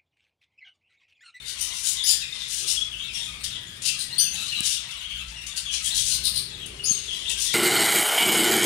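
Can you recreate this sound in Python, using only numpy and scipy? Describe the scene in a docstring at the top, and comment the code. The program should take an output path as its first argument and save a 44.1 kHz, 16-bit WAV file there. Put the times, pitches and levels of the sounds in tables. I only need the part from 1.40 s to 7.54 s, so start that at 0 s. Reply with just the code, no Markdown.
"""A tiny chirp and then harsh rasps come first: zebra finches in a small, hard-walled aviary, over a low rumble.
Near birds rasp (uneven pulses and rushing air through a beak), squeak (arched notes) and peep (clear whistles).
Birds further back chirp with sliding, warbling notes, and a flock of short nasal calls chatters behind them.
Hum, distant engine rumble, low noise and a drone swell and fade under a steady hiss; a hand bumps the phone twice.
The right microphone is shaded from the birds and hears them dull."""
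import sys
import numpy as np
from scipy import signal
from scipy.fft import rfft, irfft, next_fast_len
from scipy.io import wavfile

SR = 44100
rng = np.random.default_rng(int(sys.argv[2]) if len(sys.argv) > 2 else 0)


def persist_wave(psi):
    """Save psi, clipped to +-1, as 16-bit WAV."""
    counts = np.round(np.clip(psi, -1, 1) * 32767).astype(np.int16)
    wavfile.write(sys.argv[1], SR, np.atleast_2d(counts).T)


N = 270774  # samples, about 6.1 s

# All levels in these tables are relative: each layer is balanced again when it is mixed.
# Chirps from further back: (start [s], length [s], level [dB], first pitch [Hz], last pitch [Hz])
FAR_CHIRPS = [(0, 0.0069, -31.5, 3650, 3600), (0.549, 0.1, -25.5, 3740, 3440),
              (0.789, 0.068, -31, 3480, 3650), (0.918, 0.017, -26.5, 3510, 3720),
              (.985, 0.059, -31, 3976, 3400), (1.183, 0.11, -34.5, 3300, 3635),
              (1.508, 0.045, -30, 3460, 2580), (1.575, 0.091, -29.5, 3215, 3880),
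              (1.725, 0.13, -30, 3303, 3600), (2.043, 0.053, -34.5, 3280, 3150),
              (2.104, .09, -31.5, 3723, 2995), (2.439, 0.078, -29.5, 2990, 2770),
              (2.706, 0.046, -30, 4100, 4280), (2.75, 0.095, -31, 3280, 3490),
              (2.943, 0.067, -31, 3710, 3870), (3.074, 0.036, -29.5, 4140, 4110),
              (3.107, 0.073, -27, 2882, 2870), (3.143, 0.047, -25.5, 3810, 4050),
              (3.312, 0.084, -30, 3810, 3380), (3.495, 0.043, -32, 3840, 2870),
              (3.602, 0.071, -30, 3088, 3190), (3.688, 0.09, -30, 3160, 3010),
              (4.245, 0.0702, -25.5, 3410, 3100), (4.442, 0.044, -25.5, 3194, 3200),
              (4.483, 0.096, -26, 3730, 4110), (4.56, 0.045, -28, 3210, 3300),
              (5.119, 0.052, -35.5, 3760, 3430), (5.188, 0.076, -34, 3440, 2750),
              (5.385, .03, -32.5, 2930, 2840), (5.671, 0.035, -28, 3543, 3200),
              (5.7, .055, -25, 2913, 3470), (5.825, 0.13, -26.5, 3370, 3150),
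              (6.042, .086, -28.5, 3550, 3400)]
# Tone of the distant flock: (frequency [Hz], gain [dB])
FLOCK_TONE = [(700, -7.5), (1100, -13.5), (1700, -6), (3200, 2.5), (4500, -6.5), (6500, -14), (9300, -7.5),
              (11500, -16), (15000, -18)]
# Loudness of the chatter over time: (time [s], level [dB])
CHATTER_LEVEL = [(0, 0), (.7, 3.5), (1.5, -3.5), (1.85, 2), (2.3, -2), (3.1, 4.5), (3.5, 1.5), (4.05, -0.5),
                 (4.5, 1.5), (5.3, -5), (6.14, 2)]
# Loudness of the hum and the distant engine rumble: (time [s], level [dB])
HUM_AND_ENGINE_LEVEL = [(0, -56), (.9, -53), (2.07, -49.5), (2.29, -62), (3.6, -55), (3.81, -43),
                        (4.14, -50.5), (4.62, -46.5), (5.2, -50.5), (6.14, -51)]
# Loudness of the low room noise: (time [s], level [dB])
ROOM_NOISE_LEVEL = [(0, -58.5), (1.1, -58.5), (2.05, -51.5), (3.1, -50.5), (3.6, -60), (4.45, -56),
                    (4.8, -48), (6.14, -54.5)]
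# Loudness of a faint drone: (time [s], level [dB])
FAINT_DRONE_LEVEL = [(0, -65), (1.15, -65), (1.23, -50), (1.5, -66.5), (4.4, -80), (5.3, -49), (6.14, -57)]
# Tone of the distant engine rumble: (frequency [Hz], gain [dB])
ENGINE_TONE = [(20, -23), (32, -2), (42, 7), (62, 15.5), (76, -8), (100, -26), (200, -20), (1000, -48)]
# Tone of the low room noise: (frequency [Hz], gain [dB])
ROOM_NOISE_TONE = [(40, -13), (70, -22), (86, 3.5), (102, -8.5), (120, 2), (165, -4), (260, -11.5),
                   (400, -17), (700, -23.5), (2000, -41), (8000, -45)]
# Tone of the hiss: (frequency [Hz], gain [dB])
HISS_TONE = [(200, -22), (700, -9.5), (1400, 1), (3000, 9), (4500, 3), (7000, -3), (9500, 2), (11500, -15),
             (15000, -31)]
# Open-beak rasps: (start [s], length [s], level [dB], brightness [dB per octave], mouth resonance [Hz])
OPEN_RASPS = [(0.048, 0.094, -30, 3.5, 4440), (0.172, 0.15, -27, 4.5, 5800), (0.318, 0.28, -29, 5.5, 5800),
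              (.433, 0.11, -18.5, 7.5, 6860), (0.654, 0.098, -18, 4.5, 4800), (.899, 0.62, -37, -3, 5200),
              (1.077, 0.17, -27, 5.5, 6000), (1.148, 0.12, -29, 3.5, 6540), (1.257, 0.11, -20, 4.5, 5350),
              (1.708, 0.23, -36.5, 5.5, 5430), (2.034, 0.034, -25.5, 4, 5260), (2.419, 0.026, -24, 1, 7200),
              (2.425, 0.094, -20, 3, 4900), (2.91, 0.39, -31, 2, 3500), (3.226, 0.15, -21, 4, 5450),
              (3.5, .053, -38.5, 3, 5300), (3.868, 0.057, -39.5, -1, 5900), (4.062, 0.034, -30, 4, 6150),
              (4.161, 0.041, -23.5, 3.5, 4570), (4.309, 0.081, -22.5, -1, 6140),
              (4.42, 0.092, -22.5, 6, 7400), (4.537, .11, -20, 5, 5950), (4.636, 0.14, -21, 5, 6300),
              (5.258, 0.017, -34.5, 9, 10000), (5.5, 0.23, -32.5, 0, 3700), (5.674, 0.29, -37.5, 1.5, 5350),
              (5.88, 0.06, -23.5, 4, 7530), (5.974, .13, -18.5, 5, 5700), (6.102, 0.078, -25, -2, 4400)]
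# Nasal calls with the beak half shut: (start [s], level [dB], hollowness [0-1])
HALF_SHUT_CALLS = [(2.578, -24, 0.3), (4.704, -22, 0.8), (4.83, -18.5, 0.62), (4.935, -20.5, 0.63)]
# Throat with the beak wide open: (frequency [Hz], gain [dB])
OPEN_BEAK_TONE = [(500, -51), (1100, -23), (2000, -8.5), (2900, 5.5), (5500, 3), (7700, 1), (9400, 4),
                  (10500, -5), (12000, -15.5), (15000, -23.5)]
# Windpipe resonances with the beak nearly shut: (centre [Hz], half the filter width [Hz], gain [dB])
WINDPIPE_RESONANCES = [(4180, 840, 15), (9380, 630, 13), (13350, 890, 3.5)]
# Squeaks: (start [s], length [s], level [dB], first pitch [Hz], last pitch [Hz],
#           roughness [0-1], upper harmonics [dB])
SQUEAK_NOTES = [(0.204, 0.033, -28.5, 2910, 3020, 0.58, 1.5), (0.631, 0.042, -20.5, 4620, 5410, 0.45, -5),
                (0.641, 0.038, -28.5, 6140, 6300, 0.4, -10), (.667, .061, -16.5, 5350, 4660, .73, 2),
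                (0.657, 0.07, -19, 3457, 3590, .32, -7), (1.732, 0.067, -29.5, 2720, 2734, 0.36, -7.5),
                (2, 0.0235, -40, 3790, 4580, 0.14, -11), (2.778, 0.031, -15.5, 4230, 4880, 0.5, -9),
                (2.786, 0.0633, -19, 2922, 3080, 0.35, -4.5), (2.926, 0.038, -35, 3270, 3320, 0, 2),
                (5.435, 0.034, -22, 4760, 5030, 0.63, -6), (5.45, .064, -16, 3282, 3170, 0.28, -24),
                (5.497, 0.048, -28, 4514, 4100, 0.25, -8)]
# How the throat favours some of a squeak's harmonics: (frequency [Hz], gain [dB])
SQUEAK_THROAT_TONE = [(2900, -11.5), (3400, -28), (4400, -3.5), (5200, -4.5), (6400, -0.5), (7500, -6),
                      (9100, 1.5), (10000, -8), (13500, -6.5), (15500, -30)]
# Clear peeps from a near bird: (start [s], length [s], level [dB])
CLEAR_PEEPS = [(1.364, 0.036, -21.5), (1.408, 0.027, -20)]
# Bumps on the phone: (time [s], thump level [dB], tick level before its filter [dB])
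PHONE_BUMPS = [(3.206, -31.5, -3.5), (5.511, -30, -40)]
# Shading of the right microphone: (frequency [Hz], gain [dB])
RIGHT_SHADE = [(200, 4), (700, -2.5), (1300, -4), (2400, -7.5), (4400, -18), (6400, -18.5), (8500, -32.5),
               (11000, -29), (14500, -18.5)]

ROOM_T60_S = 0.46  # time for the lower part of the echo to fall by 60 dB
CUTOFF_HZ = 15600
HUM_HZ, HUM_WAVER_HZ = 59, 3.88
# A harsh call swells for a share of its length beyond CLUCK_S: at least ONSET_S,
# and at most SWELL_S or nine tenths of the call
CLUCK_S, ONSET_S, SWELL_S, SWELL_SHARE = 0.021, 0.003, 0.041, 0.56
NASAL_S = 0.073
SQUEAK_ARCH = 0.0181  # the middle lies this share above the average of both ends
PEEP_HZ, PEEP_FALL = 3364, 0.012  # first pitch, and the share by which it falls


def from_db(db):
    """Turn decibels into a plain multiplier."""
    return 10 ** (np.asarray(db) / 20)


def rms_one(x):
    """Scale a sound to an average (RMS) strength of 1."""
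    return x / np.sqrt(np.mean(x ** 2) + 1e-20)


def level_over_time(curve):
    """Join (time, dB) points with straight lines and turn them into multipliers."""
    return from_db(np.interp(np.arange(N) / SR, *np.transpose(curve)))


def add(track, start_s, sound):
    """Mix a sound into a track, cut off at the track's end."""
    at = int(np.clip(start_s * SR, 0, N - 1))
    track[at:at + len(sound)] += sound[:N - at]


def coloured(x, tone, tilt_db=0):
    """Filter by a (Hz, dB) curve; the tilt, in dB per octave, acts above the curve's first point."""
    size = next_fast_len(x.shape[-1] + 512)
    octave = np.log2(np.arange(size // 2 + 1) * SR / size + 1)
    hz, db = np.transpose(tone)
    octaves_above = np.maximum(octave - np.log2(hz[0]), 0)
    gain_db = np.interp(octave, np.log2(hz), db) + tilt_db * octaves_above
    return irfft(rfft(x, size) * from_db(gain_db), size)[..., :x.shape[-1]]


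def wobble(size, rate):
    """Wander at random between new values drawn `rate` times a second, with a spread near 1."""
    knots = np.arange(size) * rate / SR
    return np.interp(knots, np.arange(size), rng.standard_normal(size))


def resonate(x, hz, width_hz):
    """Ring at one frequency, with gain 1 at the peak."""
    r = np.exp(-np.pi * width_hz / SR)
    feed = np.array([1, 0, -1]) * (1 - r * r) / 2
    return signal.lfilter(feed, [1, -2 * r * np.cos(2 * np.pi * hz / SR), r * r], x)


def low_pair(side_db):
    """White noise partly shared by both microphones; side_db sets the part that differs."""
    mid, side = rng.standard_normal((2, N))
    return mid + from_db(side_db) * side * [[1], [-1]]


def room(x, wet_db, damping, right_direct=0.51):
    """Direct sound and a dense echo tail, different at each microphone; the treble dies sooner."""
    t = np.arange(SR) / SR
    low_filter = signal.butter(2, 6000, "low", fs=SR, output="sos")
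    high_filter = signal.butter(2, 6000, "high", fs=SR, output="sos")
    low = signal.sosfilt(low_filter, rng.standard_normal((2, SR)))
    high = signal.sosfilt(high_filter, rng.standard_normal((2, SR)))
    tail = low * from_db(-60 * t / ROOM_T60_S) + high * from_db(-60 * t * damping / ROOM_T60_S)
    response = from_db(wet_db) * tail / np.sqrt(np.sum(tail ** 2, axis=1, keepdims=True))
    response[:, 0] += [1, right_direct]
    heard = signal.fftconvolve(x[None], response, axes=1)[:, :N]
    return heard / np.sqrt(1 + from_db(wet_db) ** 2)  # more echo does not make it louder overall


def syrinx(length, pitches, rough, harmonics_db, jitter, jitter_rate, warble, warble_rate):
    """A gliding note from a bird's voice organ; roughness shakes its pitch and makes its strength flutter."""
    size = int(max(length, 0.005) * SR)
    progress = np.linspace(0, 1, size)
    glide = np.polyfit(np.linspace(0, 1, len(pitches)), pitches, len(pitches) - 1)
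    hz = np.polyval(glide, progress)
    unrest = jitter * wobble(size, jitter_rate) + warble * wobble(size, warble_rate)
    phase = 2 * np.pi * np.cumsum(hz * (1 + rough * unrest)) / SR
    tone = sum(from_db(db) * np.sin(k * phase)
               for k, db in enumerate(harmonics_db, 1) if k * max(pitches) < SR / 2)
    flutter = rms_one(1 + np.tanh(2 * rough * wobble(size, jitter_rate)))
    return np.sqrt(2) * tone * signal.windows.tukey(size, 0.5) * flutter


def chirp(length, first_hz, last_hz, rough, second_db=-17, third_db=-22):
    """A nearly pure note that slides and warbles, with two weaker harmonics."""
    return syrinx(length, [first_hz, last_hz], rough, [0, second_db, third_db],
                  jitter=0.057, jitter_rate=800, warble=0.0777, warble_rate=160)


def chirps(rough_per_s=6.84):
    """The louder birds on the back perches; the longer a chirp lasts, the more it warbles."""
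    out = np.zeros(N)
    for start, length, level_db, first, last in FAR_CHIRPS:
        add(out, start, from_db(level_db) * chirp(length, first, last, rough_per_s * length))
    return out


def rumble(hum_db=-4, second_db=-10, third_db=-10, engine_db=-3,
           drone_hz=390, drone_width_hz=60, drone_db=-2):
    """A wavering hum with harmonics, and filtered noise for the engine, the room and a faint drone."""
    phase = 2 * np.pi * np.cumsum(HUM_HZ + HUM_WAVER_HZ * wobble(N, 12)) / SR
    hum = rms_one(sum(from_db(db) * np.sin(k * phase)
                      for k, db in enumerate([0, second_db, third_db], 1)))
    engine = rms_one(coloured(low_pair(-13), ENGINE_TONE))
    room_noise = rms_one(coloured(low_pair(-11), ROOM_NOISE_TONE))
    drone = rms_one(resonate(low_pair(-1.1), drone_hz, drone_width_hz))
    deep = from_db(hum_db) * hum + from_db(engine_db) * engine
    return (level_over_time(HUM_AND_ENGINE_LEVEL) * deep
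            + level_over_time(ROOM_NOISE_LEVEL) * room_noise
            + level_over_time(FAINT_DRONE_LEVEL) * from_db(drone_db) * drone)


def hiss(level_db=-44):
    """Steady filtered noise, separate at each microphone."""
    return from_db(level_db) * rms_one(coloured(rng.standard_normal((2, N)), HISS_TONE))


def flock(count=170, low_hz=900, high_hz=2200, glide=0.25, spread_db=7, level_db=-41):
    """Many short nasal calls, rich in harmonics, run together on the far perches."""
    out = np.zeros(N)
    slot_s = N / SR / count  # one call starts at random in each slot
    for k, (when, pitch, slide, loud) in enumerate(rng.random((count, 4))):
        hz = low_hz + pitch * (high_hz - low_hz)
        last_hz = hz * (1 + glide * (2 * slide - 1))
        note = syrinx(0.04, [hz, last_hz], 0.383, np.zeros(10),
                      jitter=0.075, jitter_rate=900, warble=0.0799, warble_rate=101.8)
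        add(out, (k + when) * slot_s, from_db(spread_db * loud) * note)
    return from_db(level_db) * rms_one(coloured(out, FLOCK_TONE))


def harsh_call(length, bright_db, mouth_hz, hollow=0, pulse_hz=800, jitter=0.03, slide=0.12, air=0.95,
               flutter_db=5.0, edge_db=-15, mouth_gain=0.77, mouth_width_hz=900):
    """Uneven voice pulses and rushing air, shaped by the open beak or ringing in the windpipe."""
    size = int(length * SR)
    unrest = jitter * wobble(size, 500) + slide * wobble(size, 45)
    cycles = np.cumsum(pulse_hz * np.exp(unrest)) / SR
    pulses = np.diff(np.floor(cycles), prepend=0)  # one click per finished cycle
    source = rms_one(pulses - pulses.mean()) + air * rng.standard_normal(size)
    wide = coloured(source, OPEN_BEAK_TONE, bright_db)
    wide = rms_one(wide + mouth_gain * resonate(wide, mouth_hz, mouth_width_hz))
    piped = sum(from_db(db) * resonate(resonate(source, hz, 2 * half_width), hz, 2 * half_width)
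                for hz, half_width, db in WINDPIPE_RESONANCES)
    hollow = np.clip(hollow, 0, 1)
    voice = np.sqrt(1 - hollow) * wide + np.sqrt(hollow) * rms_one(piped)
    swell = np.clip(SWELL_SHARE * (length - CLUCK_S), ONSET_S, min(SWELL_S, 0.9 * length))
    # a rounded push of air: quiet at both ends, strongest after the swell
    from_peak = np.interp(np.arange(size) / SR, [0, swell, length], [1, 0, 1])
    effort_db = edge_db * from_peak ** 2
    return rms_one(voice) * from_db(effort_db + flutter_db * np.tanh(wobble(size, 272)))


def rasps(nasal_bright_db=4, nasal_mouth_hz=8600):
    """The near birds' harsh calls: open beaks rasp, half-shut beaks sound hollow and nasal."""
    out = np.zeros(N)
    for start, length, level_db, bright_db, mouth_hz in OPEN_RASPS:
        add(out, start, from_db(level_db) * harsh_call(length, bright_db, mouth_hz))
    for start, level_db, hollow in HALF_SHUT_CALLS:
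        call = harsh_call(NASAL_S, nasal_bright_db, nasal_mouth_hz, hollow)
        add(out, start, from_db(level_db) * call)
    return out


def soft_rasps(count=26, length_s=0.05, softest_db=-47, spread_db=5, bright_db=0, mouth_hz=5700):
    """Quiet contact calls, harsh but soft, scattered through the whole scene."""
    out = np.zeros(N)
    slot_s = N / SR / count
    for k, (when, loud) in enumerate(rng.random((count, 2))):
        call = harsh_call(length_s, bright_db, mouth_hz)
        add(out, (k + when) * slot_s, from_db(softest_db + spread_db * loud) * call)
    return out


def soft_chirps(count=32, length_s=0.048, low_hz=2800, high_hz=4100, fall=0.22, rough=0.161,
                softest_db=-39, spread_db=5):
    """Soft falling notes from more birds further back, at random times and pitches."""
    out = np.zeros(N)
    slot_s = N / SR / count
    for k, (when, pitch, slide, loud) in enumerate(rng.random((count, 4))):
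        hz = low_hz + pitch * (high_hz - low_hz)
        note = chirp(length_s, hz, hz * (1 - fall * slide), rough, second_db=-7, third_db=-14.5)
        add(out, (k + when) * slot_s, from_db(softest_db + spread_db * loud) * note)
    return out


def squeaks():
    """Arched notes whose harmonics are loud where they meet the throat's resonances."""
    out = np.zeros(N)
    for start, length, level_db, first, last, rough, upper_db in SQUEAK_NOTES:
        middle = (first + last) / 2 * (1 + SQUEAK_ARCH)
        harmonics_db = [0, 0, upper_db, upper_db - 3.5]
        note = syrinx(length, [first, middle, last], rough, harmonics_db,
                      jitter=0.048, jitter_rate=1300, warble=0.0385, warble_rate=182.4)
        add(out, start, from_db(level_db) * note)
    return coloured(out, SQUEAK_THROAT_TONE)


def peeps(rough=0.16):
    """A clear double whistle: two nearly pure notes at the same, barely falling pitch."""
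    out = np.zeros(N)
    last_hz = PEEP_HZ * (1 - PEEP_FALL)
    for start, length, level_db in CLEAR_PEEPS:
        note = chirp(length, PEEP_HZ, last_hz, rough, second_db=-24, third_db=-34)
        add(out, start, from_db(level_db) * note)
    return out


def bumps(thump_hz=180, width_hz=150, thump_decay_s=0.0007,
          tick_decay_s=0.0008, tick_hz=8800, tick_width_hz=3500):
    """A finger knocks the case: a push rings as a dull thump, and a noise burst makes a tiny tick."""
    out = np.zeros(N)
    t = np.arange(SR // 10) / SR
    for start, thump_db, tick_db in PHONE_BUMPS:
        thump = resonate(t * np.exp(-t / thump_decay_s), thump_hz, width_hz)
        thump = thump / np.abs(thump).max()
        burst = rng.standard_normal(len(t)) * np.exp(-t / tick_decay_s)
        tick = resonate(burst, tick_hz, tick_width_hz)
        add(out, start, from_db(thump_db) * thump + from_db(tick_db) * tick)
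    return out


def scene():
    """Near and far birds in the room, heard mostly on the left; all but the rumble is shaded on the right."""
    chatter = level_over_time(CHATTER_LEVEL)
    near_calls = from_db(0.97) * rasps() + chatter * soft_rasps() + from_db(3.0) * squeaks()
    near = room(near_calls, wet_db=2.0, damping=1.72)
    nearest = room(peeps(), wet_db=-3, damping=1.7)
    far_calls = chirps() + chatter * (soft_chirps() + flock())
    far = room(far_calls, wet_db=5.0, damping=3.15)
    left, right = nearest + near + far + hiss() + bumps()
    return np.array([left, coloured(right, RIGHT_SHADE)]) + rumble()


def record(dry):
    """Cut the top steeply with a low-pass filter."""
    low_pass = signal.ellip(10, 0.2, 80, CUTOFF_HZ, fs=SR, output="sos")
    return signal.sosfilt(low_pass, dry)


dry = scene()
out = record(dry)
persist_wave(out)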